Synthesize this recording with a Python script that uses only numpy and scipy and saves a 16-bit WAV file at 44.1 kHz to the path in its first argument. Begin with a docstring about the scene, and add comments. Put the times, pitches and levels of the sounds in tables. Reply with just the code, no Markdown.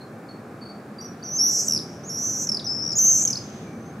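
"""A city rumbles below a high balcony, and swifts give a few thin calls from farther off.
From 1.2 s they race past and scream four times, echoed by nearby walls and blocks across the park.
Each scream is a high lead-in, a drop to a whistle chopped about 250 times a second, then a falling
stutter of pips. A soft hiss rises with the first scream, and the rumble swells as that scream ends.
Near the end the hiss swells again and a small bird chirps far away."""
import sys
import numpy as np
from scipy import signal
from scipy.fft import rfft, irfft
from scipy.io import wavfile

SR = 44100
rng = np.random.default_rng(int(sys.argv[2]) if len(sys.argv) > 2 else 0)


def transcribe(u):
    """Save the signal u as a 16-bit wav file named by the first command-line argument.

    u: samples, shape (n,) or (channels, n), limited to [-1, 1]; the rate is SR.
    q: integer samples, one column per channel.
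    """
    v = np.clip(np.atleast_2d(u).T, -1, 1)
    q = np.round(v * 32767).astype(np.int16)
    wavfile.write(sys.argv[1], SR, q)


N = 176400
T = np.arange(N) / SR
BINS = np.maximum(np.fft.rfftfreq(N, 1 / SR), 1)  # the frequencies of the spectrum, in Hz

# How each scream is chopped and where it sits:
# first_rate_hz, last_rate_hz, first_sharpness, last_sharpness, shrill_hz, left_over_right_db
TRILL_SHAPES = [(279, 270, 0.29, 21, 10950, -1.1), (280, 245, 0.8, 4.7, 11300, -1.7),
                (260, 200, 0.85, 1.3, 10600, 5.5), (266.6, 240, 1.1, 3.8, 12600, 0)]


def amp(db):
    """Turn decibels into a gain."""
    return 10 ** (np.asarray(db) / 20)


def unit(x):
    """Scale a sound to an average power of 1."""
    return x / np.sqrt(np.mean(x ** 2) + 1e-20)


def filtered(x, order, hz, kind):
    """Keep the "low", "high" or "band" part of a sound; a higher order cuts more steeply."""
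    return signal.sosfilt(signal.butter(order, hz, kind, fs=SR, output="sos"), x)


def noise(gain):
    """Noise of power 1, shaped by a gain for each frequency."""
    return unit(irfft(rfft(rng.standard_normal(N)) * gain, N))


def wander(hz):
    """A random wobble, mostly slower than hz."""
    return noise(np.exp(-(BINS / hz) ** 2))


def colour(points):
    """A gain for each frequency, drawn through (frequency_hz, level_db) points."""
    hz, db = np.array(points).T
    return amp(np.interp(np.log(BINS), np.log(hz), db))


def span(start, end):
    """The samples of a sound, with a margin for its fades."""
    return slice(max(int((start - .02) * SR), 0), min(int((end + .02) * SR), N))


def gate(t, start, end, fade_s):
    """Switch smoothly on and off, with fades centred on start and end."""
    return np.sin(np.pi / 2 * np.clip(np.minimum(t - start, end - t) / fade_s + .5, 0, 1)) ** 2


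def pan(x, db):
    """Place a sound so that the left is db louder than the right."""
    return x * amp(np.array([[db], [-db]]) / 2)


def wide_noise(gain):
    """Stereo noise, nearly the same on both sides in the bass and less alike in the treble."""
    # How wide the noise spreads: frequency_hz, side_over_middle_db
    spread = [(30, -3), (80, -33), (250, -28), (1100, -7.5), (12000, -6)]
    side = irfft(rfft(noise(gain)) * colour(spread), N)
    return noise(gain) + side * np.array([[1], [-1]])


def city():
    """Traffic rumble whose bass swells, a few hums and a thin hiss of air."""
    # The tone of the traffic: frequency_hz, relative_db
    traffic_tone = [(18, -60), (30, -34), (48, -32.5), (113, -1.5), (216, -1.5), (411, -7.5), (632, -13),
                    (754, -12.5), (899, -20), (1200, -17.5), (1650, -21), (2000, -28.5), (2340, -28.5),
                    (3100, -40), (4160, -63), (7040, -120)]
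    # How the bass swells: time_s, relative_db
    bass_levels = [(0, -43.5), (1.678, -42), (1.77, -33.5), (1.87, -38.5), (4, -38)]
    # Hums of distant traffic and machines: pitch_hz, width_hz, level_db
    hum_bands = [(220.3, 31.4, -47.5), (593.4, 3, -59.5), (795, 7.6, -60)]
    # The tone of the air: frequency_hz, relative_db
    air_tone = [(1760, -34), (3000, 0), (4430, 0), (8990, -4.5), (15000, -10.5)]
    air_share = 1 / (1 + (3000 / BINS) ** 16)  # air takes over from traffic above 3000 Hz
    traffic = wide_noise(colour(traffic_tone) * np.sqrt(1 - air_share)) * amp(-38.5)
    bass = irfft(rfft(traffic) / (1 + (BINS / 310) ** 4), N)  # the part below 310 Hz
    times, bass_db = np.array(bass_levels).T
    swell = unit(amp(np.interp(T, times, bass_db)))
    hums = sum(amp(db) * noise(np.exp(-((BINS - hz) / width) ** 2)) for hz, width, db in hum_bands)
    air = wide_noise(colour(air_tone) * np.sqrt(air_share)) * amp(-63)
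    return traffic + bass * (swell - 1) + hums + air


def rustle():
    """A soft hiss, perhaps of leaves, different on the left and right."""
    # How the hiss swells: time_s, level_db
    hiss_levels = [(0, -91), (1.4, -59.5), (2.7, -63.5), (3.3, -54.5), (3.62, -54), (3.748, -65), (4, -62)]
    centre_hz, width_octaves = 2650, 0.91
    band = np.exp(-(np.log2(BINS / centre_hz) / width_octaves) ** 2 / 2)
    times, db = np.array(hiss_levels).T
    return np.array([noise(band), noise(band)]) * amp(np.interp(T, times, db))


def echoes(x):
    """Sound scattered back by the balcony, the house front and the far blocks."""
    # One row per surface: delay_s, rise_s, time_to_fade_60_db_s, level_db
    surfaces = [(.004, 0.00042, 0.077, -10.5), (0.021, 0.0037, 0.27, -8.5), (.08, .05, 1.1, -26.5)]
    response, stereo_width = 0, 0.42
    for delay, rise, fade, db in surfaces:
        age = np.maximum(T[:SR] - delay, 0)
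        middle, side = rng.standard_normal((2, SR))
        scatter = middle + stereo_width * side * np.array([[1], [-1]])
        tail = scatter * (1 - np.exp(-age / rise)) * np.exp(-np.log(1000) * age / fade)
        response = response + amp(db) * unit(tail) / np.sqrt(SR)
    return signal.fftconvolve(x[None], response, axes=1)[:, :N]


def whistle(hz, octave_db):
    """A bird's voice: a pure tone plus a raspy one an octave up (at twice the pitch)."""
    phase = 2 * np.pi * np.cumsum(hz) / SR
    rasp = amp(-7.5) * unit(filtered(rng.standard_normal((2, len(hz))), 2, 350, "low"))
    octave = unit((1 + rasp[0]) * np.sin(2 * phase) + rasp[1] * np.cos(2 * phase))
    return np.sqrt(2) * np.sin(phase) + amp(octave_db) * octave


def far_chirps():
    """A small bird's faint gliding notes, blurred by distance."""
    # One row per note: start_s, length_s, first_hz, last_hz, level_db
    notes = [(3.19, .17, 2340, 2230, -62), (3.65, .13, 2370, 2240, -59), (3.72, .28, 6000, 6450, -65)]
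    out, jitter, flutter = np.zeros(N), wander(280), wander(48)
    for start, length, first_hz, last_hz, db in notes:
        end = start + length
        k = span(start, end)
        pitch = np.interp(T[k], [start, end], [first_hz, last_hz]) * (1 + 0.014 * jitter[k])
        note = whistle(pitch, octave_db=-26) * flutter[k]
        out[k] += note * gate(T[k], start, end, fade_s=0.09) * amp(db)
    return out


def peeps():
    """Swifts farther off give short, thin calls, each quavering around one pitch."""
    # One row per call: start_s, length_s, pitch_hz, level_db
    calls = [(0, 0.036, 4270, -53.5), (0.288, 0.034, 4370, -52.5), (0.612, 0.031, 4493, -48),
             (0.651, 0.07, 4485, -49.5), (0.985, 0.027, 4730, -42.5), (1.011, 0.054, 5744, -41.5),
             (1.227, 0.0076, 4670, -38)]
    out, jitter, flutter = np.zeros(N), wander(270), wander(210)
    for start, length, hz, db in calls:
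        k = span(start, start + length)
        note = whistle(hz * (1 + .012 * jitter[k]), octave_db=-23) * (1 + .38 * flutter[k])
        out[k] += note * gate(T[k], start, start + length, fade_s=0.0043) * amp(db)
    return out


def beak_hiss(count):
    """Air rushing through the beak."""
    return unit(filtered(rng.standard_normal(count), 3, (3800, 11000), "band"))


def pips():
    """Each scream breaks into tiny gliding notes that step down in pitch."""
    # One list per scream, one row per pip: start_s, length_s, first_hz, last_hz, level_db
    pip_runs = [
        [(1.6824, 0.0046, 6030, 5830, -16.5), (1.6963, 0.0043, 5960, 5660, -19.5),
         (1.709, 0.0038, 5670, 5430, -18.5), (1.7223, 0.0033, 5750, 5430, -15),
         (1.735, 0.003, 5600, 5400, -17.5), (1.7481, 0.0029, 5520, 5410, -17),
         (1.7622, 0.0023, 5270, 5180, -16), (1.7755, 0.0024, 5040, 4790, -20.5),
         (1.789, 0.0029, 4430, 3580, -38)],
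        [(2.4706, 0.0038, 5880, 5550, -24), (2.4902, 0.0075, 5550, 5390, -18.5),
         (2.5175, 0.0071, 5350, 5220, -20), (2.545, 0.0064, 4960, 5110, -23), (2.57, 0.0048, 4860, 4590, -24),
         (2.5935, 0.0073, 4370, 3470, -35)],
        [(2.849, 0.0061, 5750, 5480, -28.5), (2.862, 0.0072, 5650, 5470, -25.5),
         (2.8756, 0.006, 5700, 5570, -25.5), (2.89, 0.0065, 5730, 5260, -27),
         (2.904, 0.0066, 5550, 5290, -25.5), (2.917, 0.0054, 5500, 5040, -26.5),
         (2.928, 0.0084, 5420, 5060, -25.5)],
        [(3.251, 0.0063, 6490, 6350, -14), (3.2753, .007, 5480, 6360, -18), (3.303, .007, 5440, 6340, -21.5),
         (3.329, 0.0062, 5100, 4920, -23.5), (3.3555, 0.0042, 4670, 4380, -26.5),
         (3.3706, 0.0064, 5220, 5040, -28)],
    ]
    # Extra tones against the main one, one row per scream: octave_db, half_tones_db
    extra_tones = [(-18.5, -29), (-23.5, -48), (-32, -41), (-27, -25)]
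    out, jitter, flutter = np.zeros((2, N)), wander(370), wander(600)
    for rows, (octave_db, half_db), (*_, pan_db) in zip(pip_runs, extra_tones, TRILL_SHAPES):
        for start, length, first_hz, last_hz, db in rows:
            end = start + length
            k = span(start, end)
            t = T[k]
            pitch = np.interp(t, [start, end], [first_hz, last_hz]) * (1 + .005 * jitter[k])
            phase = 2 * np.pi * np.cumsum(pitch) / SR
            # Strong and weak cycles take turns, adding tones at 1.5 and 0.5 times the pitch.
            half_tones = np.sin(1.5 * phase) + .5 * np.sin(phase / 2)
            note = whistle(pitch, octave_db) + amp(half_db) * half_tones + amp(-29) * beak_hiss(len(t))
            loudness = (1 + .06 * flutter[k]) * gate(t, start, end, fade_s=0.0012) * amp(db)
            out[:, k] += pan(note * loudness, pan_db)
    return out


def pulses(cycle, sharpness):
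    """One rounded pulse per cycle; sharper pulses are shorter and taller."""
    angle = 2 * np.pi * cycle
    skewed = angle - 0.37 * (1 + np.cos(angle))  # makes each pulse lopsided
    return np.exp(-sharpness * np.cos(skewed) / 2) / np.sqrt(np.i0(sharpness))


def slide(cycle):
    """The pitch falls through each pulse and recovers between pulses."""
    return np.sin(2 * np.pi * cycle) / (2 * np.pi)


def trill(rate_hz, pitch_hz, sharpness, octave_db, wobbles):
    """A whistle chopped into uneven, falling pulses; also returns the running count of pulses."""
    rate_wobble, pitch_wobble, level_wobble = wobbles
    cycle = np.cumsum(rate_hz * (1 + 0.018 * rate_wobble)) / SR
    hz = pitch_hz * (1 + 0.11 * slide(cycle) + 0.01126 * pitch_wobble)
    return whistle(hz, octave_db) * pulses(cycle, sharpness) * amp(0.5 * level_wobble), cycle


def flicks(cycle, sharpness, wobble):
    """A high, falling flick opens each pulse; the throat lets only one band of it through."""
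    centre_hz, throat_band_hz = 7110, (4600, 9750)
    early = cycle + 0.36 / np.sqrt(np.maximum(sharpness, 1))  # part of a cycle ahead of the pulse
    tone = whistle(centre_hz * (1 + 0.16 * slide(early) + 0.044 * wobble), octave_db=-60)
    return filtered(tone * pulses(early, 2.3 * sharpness), 2, throat_band_hz, "band")


def lead_ins(wobbles):
    """High, gently chopped whistles that lead into the screams."""
    # One list of points per lead-in: time_s, pitch_hz, relative_db
    lead_paths = [
        [(1.237, 5920, -38.5), (1.295, 5800, -36), (1.383, 6310, -25)],
        [(2.035, 5830, -48), (2.075, 6790, -44), (2.096, 6500, -34)],
        [(2.644, 5700, -33.5), (2.665, 5920, -36.5)],
        [(2.915, 6000, -40), (2.938, 7400, -46)],
        [(2.954, 6470, -28.5), (2.986, 7060, -19)],
    ]
    out = np.zeros((2, N))
    for rows in lead_paths:
        times, hz, db = np.array(rows).T
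        k = span(times[0], times[-1])
        t = T[k]
        pitch = np.interp(t, times, hz)
        voice, _ = trill(rate_hz=310, pitch_hz=pitch, sharpness=0.66, octave_db=-28.5,
                         wobbles=wobbles[:, k])
        loudness = amp(np.interp(t, times, db) + 1) * gate(t, times[0], times[-1], fade_s=0.0023)
        out[:, k] += pan(voice * loudness, db=-1.5)
    return out


def screams():
    """After its lead-in, each loud trill slows and hardens; every pulse rings a shrill resonance."""
    # One list of points per scream: time_s, pitch_hz, level_db, flick_relative_db, octave_relative_db
    scream_paths = [
        [(1.384, 5310, -24.5, -41, -27), (1.41, 5570, -17.5, -58, -23), (1.475, 5870, -20.5, -29, -21),
         (1.51, 5770, -23, -11.5, -23.5), (1.6, 5940, -23, -10, -22.5), (1.645, 6180, -34, -0.5, -21),
         (1.68, 5920, -40, 12, -15)],
        [(2.097, 5560, -32.5, -21, -18), (2.163, 5695, -31, -29, -21.5), (2.175, 5720, -31.5, -12, -21),
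         (2.255, 6120, -25.5, -15.5, -26), (2.36, 5910, -29, -11, -23), (2.452, 6150, -28.5, -6, -24)],
        [(2.666, 5230, -27, -35, -44), (2.69, 5230, -27, -28, -37), (2.74, 5415, -30.5, -24, -35),
         (2.81, 5330, -30, -36, -35), (2.843, 5590, -28, -30, -40)],
        [(2.986, 6090, -16.5, -41, -27), (3.03, 6180, -18, -38, -21), (3.055, 6280, -18, -14.5, -24),
         (3.1, 6295, -15.5, -19, -29), (3.2, 6110, -22.5, -4.5, -25), (3.243, 6480, -26, 1, -28)],
    ]
    shrill_width_hz, beak_hz = 650, 4120  # the beak sends out little sound below beak_hz
    wobbles, flick_wobble = np.array([wander(156), wander(400), wander(107)]), wander(1400)
    out = lead_ins(wobbles)
    for rows, shape in zip(scream_paths, TRILL_SHAPES):
        first_rate, last_rate, first_sharpness, last_sharpness, shrill_hz, pan_db = shape
        times, *columns = np.array(rows).T
        ends = [times[0], times[-1]]
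        k = span(*ends)
        t = T[k]
        pitch, db, flick_db, octave_db = (np.interp(t, times, column) for column in columns)
        rate = np.interp(t, ends, [first_rate, last_rate])
        sharpness = np.exp(np.interp(t, ends, np.log([first_sharpness, last_sharpness])))
        voice, cycle = trill(rate, pitch, sharpness, octave_db - 0.5, wobbles[:, k])
        voice += flicks(cycle, sharpness, flick_wobble[k]) * amp(flick_db - 2.5)
        shrill = noise(1 / (1 + ((BINS - shrill_hz) / shrill_width_hz) ** 4))[k]
        voice += shrill * pulses(cycle, sharpness) * amp(octave_db - 5)
        out[:, k] += pan(voice * amp(db) * gate(t, *ends, fade_s=0.0027), pan_db)
    return filtered(out, 6, beak_hz, "high")


def scene():
    """Near and far birds with their echoes over the city."""
    near, far = screams() + pips(), peeps() + far_chirps()
    right_lag_s = .000008  # the near birds reach the right side slightly later
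    near_right = irfft(rfft(near[1]) * np.exp(-2j * np.pi * BINS * right_lag_s), N)
    direct = np.array([near[0], near_right]) + far
    reflected = echoes(near.mean(axis=0) + amp(2.5) * far)  # far birds echo a little more
    return direct + reflected + city() + rustle()


def record(dry):
    """Cut away the highest treble, above 15600 Hz."""
    return signal.sosfilt(signal.ellip(10, .2, 80, 15600, fs=SR, output="sos"), dry)


dry = scene()
out = record(dry)
transcribe(out)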